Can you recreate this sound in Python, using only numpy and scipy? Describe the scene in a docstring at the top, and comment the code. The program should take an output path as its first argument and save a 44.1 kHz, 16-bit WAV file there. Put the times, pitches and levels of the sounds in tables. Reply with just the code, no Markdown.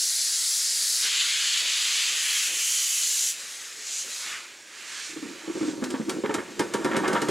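"""Beside a railway track: a steam locomotive creeps closer, its cylinder drain cocks blowing hard.
The jet is noise in three bands, recoloured as the pistons move; it shuts off suddenly, then puffs softly.
The wheels rumble, knock and grind: judder noise through track and steel filters, and blows on resonances.
Sharp steel clanks add broadband cracks and thin rings. A low boiler murmur swells with the exhaust beats."""
import sys
import numpy as np
from scipy import signal
from scipy.fft import rfft, irfft, next_fast_len
from scipy.io import wavfile
from scipy.ndimage import uniform_filter1d, minimum_filter1d, map_coordinates

SR = 44100
rng = np.random.default_rng(int(sys.argv[2]) if len(sys.argv) > 2 else 0)


def digitize_waveform(pressure):
    """Quantize a signal to 16-bit integers and store it at the path in sys.argv[1].

    Rows of a 2-D input are taken as channels; values are limited to [-1, 1].
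    """
    field = np.atleast_2d(pressure).T
    bounded = np.clip(field, -1, 1)
    quanta = np.round(bounded * 32767).astype(np.int16)
    wavfile.write(sys.argv[1], SR, quanta)


N = 321930

# wheel and rail resonances: (frequency [Hz], width [Hz], relative level [dB])
WHEEL_MODES = [(548, 73, 1.5), (830, 100, 0), (937, 32, 5.5), (1151, 105, 1), (1371, 66, 0.5),
               (1512, 27, -1), (1644, 98, -1.5), (1810, 71, 0), (2143, 85, -5.5), (2900, 770, -15.5),
               (3650, 780, -20)]
# colour of the track's thud: (frequency [Hz], relative level [dB])
TRACK_COLOUR = [(25, -32), (60, -49), (110, -16.5), (200, -4), (290, 0), (380, -2.5), (480, -4),
                (590, -13.5), (720, -22), (1500, -35), (4000, -66)]
# weight on the nearby rail as the engine arrives: (time [s], load [0-1])
RAIL_LOAD = [(5.4, 0), (6.1, .35), (6.24, .85), (6.85, .85), (7, 1)]


def amp(db):
    """Decibels to gain."""
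    return 10 ** (np.asarray(db) / 20)


def unit(x):
    """Scale to rms 1."""
    return x / np.sqrt(np.mean(x ** 2) + 1e-20)


def along(points, hz):
    """Interpolate (Hz, value) points on a log axis."""
    f, v = np.transpose(points)
    return np.interp(np.log(hz + 1), np.log(f + 1), v)


def curves(rows, at_s=None):
    """Each column after the time, per sample or at the given times."""
    s, *cols = np.transpose(rows)
    if at_s is None:
        at_s = np.arange(N) / SR
    return [np.interp(at_s, s, c) for c in cols]


def wobble(rate_hz):
    """A smooth random curve, rate_hz knots a second."""
    knots = rng.standard_normal(int(N * rate_hz / SR) + 4)
    return map_coordinates(knots, [np.arange(N) * rate_hz / SR])


def filtered(x, response):
    """Filter x by a complex response of frequency."""
    n = x.shape[-1]
    m = next_fast_len(n + 8192, True)
    return irfft(rfft(x, m) * response(np.fft.rfftfreq(m, 1 / SR)), m)[..., :n]


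def add(track, s, sound):
    """Mix a sound into a track at s seconds."""
    part = track[:, round(s * SR):][:, :sound.shape[-1]]
    part += sound[:, :part.shape[-1]]


def stereo(pair):
    """Two unrelated signals become mid and side; the side's share depends on frequency."""
    # (frequency [Hz], side to mid [dB])
    side_db = [(30, -9), (70, -18), (250, -31), (550, -13), (1100, -11.5), (2200, -34), (4500, -39),
               (8000, -36), (14000, -45)]
    mid = pair[0]
    side = filtered(pair[1], lambda hz: amp(along(side_db, hz)))
    return np.array([mid + side, mid - side])


def turbulence(shape, spread, patchy_db):
    """Stereo noise whose gain is shape(s, Hz), with drifting patches of random gain."""
    hz, s, z = signal.stft(rng.standard_normal((2, N)), SR, nperseg=512)
    field = uniform_filter1d(rng.standard_normal(z.shape[1:]), size=2, axis=0)
    field = uniform_filter1d(field, size=18, axis=1)
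    mid, side = z * (shape(s, hz[:, None]) * amp(patchy_db * unit(field)))
    side = side * amp(along(spread, hz[:, None]))
    return signal.istft(np.array([mid + side, mid - side]), nperseg=512)[1][:, :N]


def steam(roar_edge_hz=3590, fizz_edge_hz=8520, pipe_hz=3050, pipe_width_hz=110):
    """Large eddies roar, small ones hiss and fizz; the opening sets the colour of all three."""
    # jet colours: (frequency [Hz], relative level [dB])
    narrow = [(450, -54), (850, -32), (1600, -16.0), (2000, -13.0), (2450, -16), (3300, -11.0),
              (4100, -2.5), (4900, 0.5), (5700, -1.5), (7300, -0.5), (8700, -5), (10200, -4),
              (12500, -16.0), (15500, -24.5)]
    wide = [(450, -55), (800, -32), (1050, -20.5), (1700, -9), (3050, -1.5), (4700, 1), (5600, -5.5),
            (6400, -1), (7500, -2), (8300, -5.5), (8950, -14), (10100, -6), (12000, -19.5), (15500, -28)]
    closing = [(450, -59), (850, -26.5), (1250, -17), (1900, -9.5), (3000, -3.5), (3600, -8.5),
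               (5300, -7.5), (6200, -2), (7200, -2), (8700, -8.5), (9900, -5.5), (11000, -10), (12500, -14),
               (15500, -25)]
    spent = [(450, -20), (750, -15.5), (1200, -4), (1700, 1.5), (2400, 2), (3700, -3.5), (5700, -5.5),
             (7100, -2.5), (8800, -9), (10300, -10.5), (12500, -18), (15500, -35)]
    # (time [s], colour [0 narrow, 1 wide, 2 closing, 3 spent])
    stage_rows = [(0, 0), (1, 0), (1.1, 1), (1.65, 1), (2.1, 1.25), (2.35, 1.55), (2.7, 2), (3.3, 2),
                  (3.42, 3), (3.75, 2.8), (3.95, 2.1), (4.25, 3)]
    # drain pipe's narrow resonance: (time [s], relative boost [dB])
    pipe_rows = [(0, -3), (1.2, 2), (2.3, 1.5), (2.7, 5.5), (3.3, 0)]
    # (frequency [Hz], side to mid [dB])
    jet_side_db = [(700, -16), (1200, -25), (2200, -36), (4500, -42), (14000, -42)]
    # (time [s], left minus right [dB])
    pan_rows = [(0, 0), (4, 0), (4.5, -.8), (4.85, -2.7), (5.7, -2.4), (5.9, -.5)]

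    def below(hz, edge_hz):
        return 1 / (1 + (hz / edge_hz) ** 16)

    def shape(s, hz):
        stage, = curves(stage_rows, s)
        tint_db = 0
        for k, points in enumerate([narrow, wide, closing, spent]):
            blend = np.clip(1 - np.abs(stage - k), 0, 1)  # neighbouring colours melt together
            tint_db = tint_db + blend * along(points, hz)
        pipe_db, = curves(pipe_rows, s)
        tint = amp(tint_db) * amp(pipe_db / (1 + ((hz - pipe_hz) / pipe_width_hz) ** 2))
        under_roar, under_fizz = below(hz, roar_edge_hz), below(hz, fizz_edge_hz)
        shares = [under_roar, under_fizz - under_roar, 1 - under_fizz]
        power = 0
        for share, level_db in zip(shares, jet_levels(s)):
            eddies = np.abs(share) * tint ** 2
            flutter_db = 0.43 * unit(uniform_filter1d(rng.standard_normal(len(s)), size=4))
            power = power + eddies / eddies.mean(axis=0) * amp(level_db + flutter_db) ** 2
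        return np.sqrt(power)

    pan_db, = curves(pan_rows)
    jet = turbulence(shape, jet_side_db, patchy_db=1.52)
    return amp(0.06) * jet * amp(np.array([pan_db, -pan_db]) / 2)


def jet_levels(s):
    """Roar, hiss and fizz in dB: leak, blasts and puffs add in power; exhaust beats rob hiss and fizz."""
    # steady leak: (time [s], roar [dB], hiss [dB])
    leak_rows = [(4.45, -46, -48), (4.64, -52.5, -51.5), (4.78, -45.5, -45.5), (5.45, -47.5, -47.5),
                 (5.8, -54, -49.5), (6.4, -49.5, -50), (7.3, -48, -46)]
    # one blast per port opening, levels at mid-blast:
    # (opens [s], shuts [s], roar [dB], hiss [dB], fizz [dB], sharpening [dB/s])
    blast_rows = [(-0.2, 1.07, -41, -27, -32.5, -3.5), (1.04, 2.224, -29.5, -27.3, -37.5, 1.5),
                  (2.23, 2.514, -31, -27.8, -33.7, 5), (2.53, 3.306, -37, -26.5, -33.5, 10.5)]
    # low-pressure puffs: (peak [s], rise [s], fall [s], roar [dB], hiss [dB], fizz [dB])
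    puff_rows = [(3.42, 0.17, 0.29, -49.5, -39, -47.5), (3.98, 0.11, 0.052, -45.5, -31.5, -45.5),
                 (4.15, 0.095, 0.15, -44.5, -34, -43.5), (4.315, 0.061, 0.054, -36.5, -48, -63),
                 (4.96, 0.078, 0.052, -40.5, -40.5, -56), (5.06, 0.087, 0.063, -44.5, -39, -53.5),
                 (5.69, 0.11, 0.035, -47, -42.5, -62)]
    # fizz brightens and dulls: (time [s], added level [dB])
    fizz_rows = [(0.1, 0.5), (0.33, -1), (0.58, 1), (0.68, -2.5), (0.86, 2.5), (1.0, 0.5), (1.25, -1),
                 (1.5, -0.8), (1.9, -0.5)]
    leak_fizz_db = -11  # relative to the leak's hiss
    open_s, shut_s = 0.011, 0.011  # time scales of the port's edges
    hiss_share, fizz_share = 0.18, 0.15  # gain per dB the roar loses as the jet sharpens
    rob_db, rob_at_db = 2.5, -51.5  # loss caused by a beat of this level

    def bands(*levels_db):
        return amp(np.reshape(np.broadcast_arrays(*levels_db), (3, -1))) ** 2

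    def gate(u):
        return (1 + np.tanh(u / 2)) / 2

    roar, hiss = curves(leak_rows, s)
    power = bands(roar, hiss, hiss + leak_fizz_db)
    for opens, shuts, roar, hiss, fizz, sharpening in blast_rows:
        port = gate((s - opens) / open_s) * gate((shuts - s) / shut_s)
        shift_db = sharpening * (np.clip(s, opens, shuts) - (opens + shuts) / 2)
        blast = bands(roar - shift_db, hiss + hiss_share * shift_db, fizz + fizz_share * shift_db)
        power = power + port * blast
    for peak, rise, fall, roar, hiss, fizz in puff_rows:
        swell = np.exp(-((s - peak) / np.where(s < peak, rise, fall)) ** 2)
        power = power + swell * bands(roar, hiss, fizz)
    roar, hiss, fizz = 10 * np.log10(power)
    robbed_db = rob_db * np.sqrt(exhaust(s)) / amp(rob_at_db)
    return roar, hiss - robbed_db, fizz - robbed_db + curves(fizz_rows, s)[0]


def exhaust(s, rise_s=0.037):
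    """Power of the exhaust beats: each swells quickly, peaks after rise_s and dies away."""
    # soft beats: (start [s], peak level [dB])
    chuff_rows = [(1.02, -53.5), (1.6, -50.5), (2.09, -57), (2.47, -50), (3.34, -65), (4.03, -51.5)]
    power = 0
    for start, db in chuff_rows:
        age = np.maximum(s - start, 0) / rise_s
        power = power + (amp(db) * age * np.exp(1 - age)) ** 2
    return power


def leaning(pair):
    """The jet's left-right treble balance shifts as it draws near."""
    # far and near balance: (frequency [Hz], left minus right [dB])
    far_db = [(3500, -0.2), (4500, 0.3), (6200, 0.8), (8000, 2.1), (8900, 0)]
    near_db = [(8700, 0), (9400, -2.5), (11000, -2.3), (12000, 0)]
    # (time [s], nearness [0 far, 1 near])
    near_rows = [(1, 0), (2.1, 0.35), (2.6, 1)]

    def lean(points):
        return filtered(pair, lambda hz: amp(np.outer([1, -1], along(points, hz)) / 2))

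    near = np.clip(curves(near_rows)[0], 0, 1)
    return (1 - near) * lean(far_db) + near * lean(near_db)


def steel(hz):
    """Response of the ringing wheel and rail: resonances of alternating sign."""
    total = 0
    for k, (center, width, db) in enumerate(WHEEL_MODES):
        damping = 1j * hz * width
        total = total + (-1) ** k * amp(db) * damping / (center * center - hz * hz + damping)
    return total


def rolling():
    """Juddering tyres: the track drones hollowly, rumbles more under load; wheels grind at their own level."""
    # (time [s], relative rumble [dB], grinding [dB])
    roll_rows = [(3.4, -80, -86.5), (4.1, -62, -61), (5.08, -58.5, -65), (5.25, -36, -63), (5.42, -50, -52),
                 (5.68, -32, -56), (5.9, -34.5, -44.5), (6.18, -40, -60), (6.4, -50, -42.5),
                 (6.58, -43, -51), (6.82, -32, -41.5), (6.95, -28.5, -33), (7.08, -28.5, -29),
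                 (7.3, -29, -37)]
    hollow_db = [(100, -29.5), (230, -8), (300, -4.5), (350, -0.5), (430, -12.0), (900, -60)]
    rumble_db, grind_db = curves(roll_rows)
    load, = curves(RAIL_LOAD)
    contact = stereo(rng.standard_normal((2, N)))
    judder = amp(2.5 * wobble(55)) * contact
    slips = amp(2.6 * wobble(70)) * contact  # the flange sticks and slips in short scrapes
    hollow = unit(filtered(judder, lambda hz: amp(along(hollow_db, hz))))
    rumble = unit(filtered(judder, lambda hz: amp(along(TRACK_COLOUR, hz))))
    grind = unit(filtered(slips, steel))
    track = amp(-4.5) * hollow + load * amp(-11.0) * rumble
    return amp(rumble_db) * track + amp(grind_db) * grind


def burst(response, t60, attack):
    """A contact chatters briefly into a body; rms 1 over its first 20 ms."""
    t = np.arange(SR // 5) / SR
    force = rng.standard_normal((2, len(t))) * amp(-60 * t / max(t60, .005)) * (1 - np.exp(-t / attack))
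    sound = filtered(force, response)
    return sound / sound[:, :SR // 50].std(axis=1, keepdims=True)


def boom(hz, t60, rise):
    """One resonance, set ringing by a short, smooth push."""
    t = np.arange(SR // 5) / SR
    phase = rng.uniform(0, 2 * np.pi, (2, 1))
    return np.sin(2 * np.pi * hz * t + phase) * (amp(-60 * t / t60) * (1 - np.exp(-t / rise)) ** 2)


def blow(s, hz, thud_db, ring_db, t60=0.11):
    """A blow booms in the track and rings the wheel; the more load, the broader the thud."""
    load, = curves(RAIL_LOAD, s)
    broad_db = -19 + 12 * load
    broad = burst(lambda f: amp(along(TRACK_COLOUR, f)), t60, attack=0.0018)
    thud = amp(-2.0) * boom(hz, t60, rise=0.0022) + amp(broad_db) * broad
    # every blow finds a new mix of the wheel's modes; narrow ones ring longest
    ring = 0
    for center, width, db in WHEEL_MODES:
        gain = amp(db + rng.normal(0, 10.0))
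        ring = ring + gain * boom(center * rng.normal(1, 0.015), 7.2 / width, rise=0.00047)
    scrape = burst(steel, t60=0.17, attack=.0005)
    wheel = amp(-11.0) * ring / ring[:, :SR // 50].std() + amp(-6) * scrape
    return amp(thud_db) * thud + amp(ring_db) * wheel


def shudders(ring_db=-22, gap_shrink=0.88, t60=0.1):
    """A shuddering tyre's runs of soft thumps, ever closer, boom in the track and barely stir the wheel."""
    # (start [s], count, first gap [s], first thump [relative dB], loss per thump [dB], mean pitch [Hz])
    shudder_rows = [(5.093, 2, 0.036, -37, -3.5, 327), (5.162, 2, 0.02, -24.5, 10, 322),
                    (5.224, 4, 0.032, -25, 2, 307), (5.435, 2, 0.04, -34, -13.5, 322),
                    (5.495, 1, 0.02, -20, 2, 340), (5.552, 2, 0.017, -20, -0.5, 355),
                    (5.608, 3, 0.021, -16.5, 2, 306), (5.679, 3, 0.051, -18, 5, 316),
                    (6.08, 5, 0.031, -20, 1.3, 331)]
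    track = np.zeros((2, N))
    for s, count, gap, first_db, loss_db, hz in shudder_rows:
        for k in range(round(count)):
            db = first_db - loss_db * k
            add(track, s, blow(s, hz * rng.normal(1, .04), db, db + ring_db, t60))
            s = s + gap * gap_shrink ** k
    return stereo(track)


def knocks(count=4, rattle_s=0.025):
    """Slack in the running gear takes up with dull blows; loose fittings rattle within rattle_s of each."""
    # (time [s], relative thud [dB], relative ring [dB], pitch [Hz])
    knock_rows = [(5.822, -15, -35.5, 253), (5.938, -17, -33, 260.6), (5.997, -18, -41.5, 220),
                  (6.237, -18.5, -28, 414), (6.293, -20, -28, 435), (6.38, -25, -32, 353),
                  (6.913, -24.5, -28, 408), (6.944, -33, -26.5, 380), (7.034, -25, -28.5, 374),
                  (7.151, -38, -20.5, 326)]
    # colour of the fittings: (frequency [Hz], relative level [dB])
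    rattle_db = [(700, -16), (1700, 7), (3500, -10), (5000, -20), (12000, -35)]
    track = np.zeros((2, N))
    for s, thud_db, ring_db, hz in knock_rows:
        add(track, s, blow(s, hz, thud_db, ring_db))
        for delay in rattle_s * rng.random(count):
            tick = burst(lambda f: amp(along(rattle_db, f)), t60=0.02, attack=0.00039)
            add(track, s + delay, amp(ring_db + rng.normal(-15, 1.6)) * tick)
    return stereo(track)


def clanks(thud_hz=375, ring_db=-8.5, thud_lag_s=0.00198):
    """Hard contacts crack over the whole band, ring thinly in the rods and thud into the track just after."""
    # (time [s], relative crack [dB], relative thud [dB], rod's ring [Hz])
    clank_rows = [(5.8389, -25, -38, 4130), (5.9033, -28.5, -33, 4980), (6.0938, -21, -23.5, 4470),
                  (6.3409, -21, -19.5, 3980), (6.5933, -19.5, -15, 5030), (6.7372, -21, -17, 3960),
                  (6.8454, -24, -16.5, 3860), (6.965, -21, -19, 3950), (7.078, -22.5, -19.5, 6800),
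                  (7.1303, -23, -18.5, 3970), (7.217, -22.5, -18.5, 3830), (7.2851, -22, -19.5, 4000)]
    # (frequency [Hz], relative level [dB])
    crack_colour = [(200, -13), (600, -2.5), (2000, 4.5), (4500, 1), (8500, 0), (11000, -8), (15500, -27)]
    track = np.zeros((2, N))
    for s, crack_db, thud_db, rod_hz in clank_rows:
        crack = burst(lambda hz: amp(along(crack_colour, hz)), t60=0.085, attack=0.00032)
        add(track, s, amp(crack_db - 11.0) * crack)
        add(track, s, amp(crack_db - 20.0) * boom(rod_hz, t60=0.16, rise=0.0017))
        add(track, s + thud_lag_s, blow(s, thud_hz, thud_db, thud_db + ring_db))
    return stereo(track)


def off_axis(pair):
    """Sound from the side reaches left and right out of step."""
    # (frequency [Hz], left's lead [rad])
    lead_rad = [(0, 0), (340, 0.66), (1720, 0.3), (15300, -0.0)]
    return filtered(pair, lambda hz: np.exp(.5j * np.outer([1, -1], along(lead_rad, hz))))


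def lineside(x):
    """Boiler, platform and trees scatter a short tail: decaying noise convolved with the mono sound."""
    # (frequency [Hz], t60 [s])
    tail_t60 = [(200, 0.64), (1500, 0.24), (6000, 0.38), (14000, 0.49)]
    hz, t, z = signal.stft(rng.standard_normal((2, SR // 2)), SR, nperseg=256)
    decay = amp(-60 * t / along(tail_t60, hz)[:, None])
    tail = stereo(signal.istft(z * decay, SR, nperseg=256)[1])
    return signal.fftconvolve(x.mean(axis=0)[None], tail / np.linalg.norm(tail[0]), axes=1)[:, :N]


def boiler():
    """A low murmur from fire and plume, swelling with each soft exhaust beat."""
    # steady murmur: (time [s], level [dB])
    boiler_rows = [(0.3, -59), (1.5, -58.5), (2.85, -60.5), (3.45, -58.5), (4.6, -60.5)]
    # its colour: (frequency [Hz], relative level [dB])
    murmur_db = [(25, -24), (60, -24.5), (110, -10), (180, -11.5), (280, -6), (420, -1), (590, -2.5),
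                 (700, -7), (1000, -6.5), (1500, -23.5)]

    def shape(s, hz):
        level = np.sqrt(amp(curves(boiler_rows, s)[0]) ** 2 + exhaust(s))
        return level * unit(amp(along(murmur_db, hz)))

    return turbulence(shape, [(100, -50), (600, -26)], patchy_db=2.0)


def scene():
    """Steam ahead, running gear slightly to the right, and the boiler's murmur."""
    blows = shudders() + knocks() + clanks()
    gear = off_axis(blows + amp(-8.0) * lineside(blows) + rolling())
    return leaning(steam()) + boiler() + gear * amp([[-.4], [.4]])


def record(dry, low_cut_hz=44, top_hz=15800):
    """A limiter reins in the highest peaks; deep bass and everything above top_hz are cut."""
    ceiling = amp(-12.3)
    needed = np.minimum(1, ceiling / (np.abs(dry).max(axis=0) + 1e-9))
    gain = uniform_filter1d(minimum_filter1d(needed, size=220), size=220)
    return filtered(dry * gain, lambda hz: (hz < top_hz) * hz ** 2 / (hz ** 2 + low_cut_hz ** 2))


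dry = scene()
out = record(dry)
digitize_waveform(out)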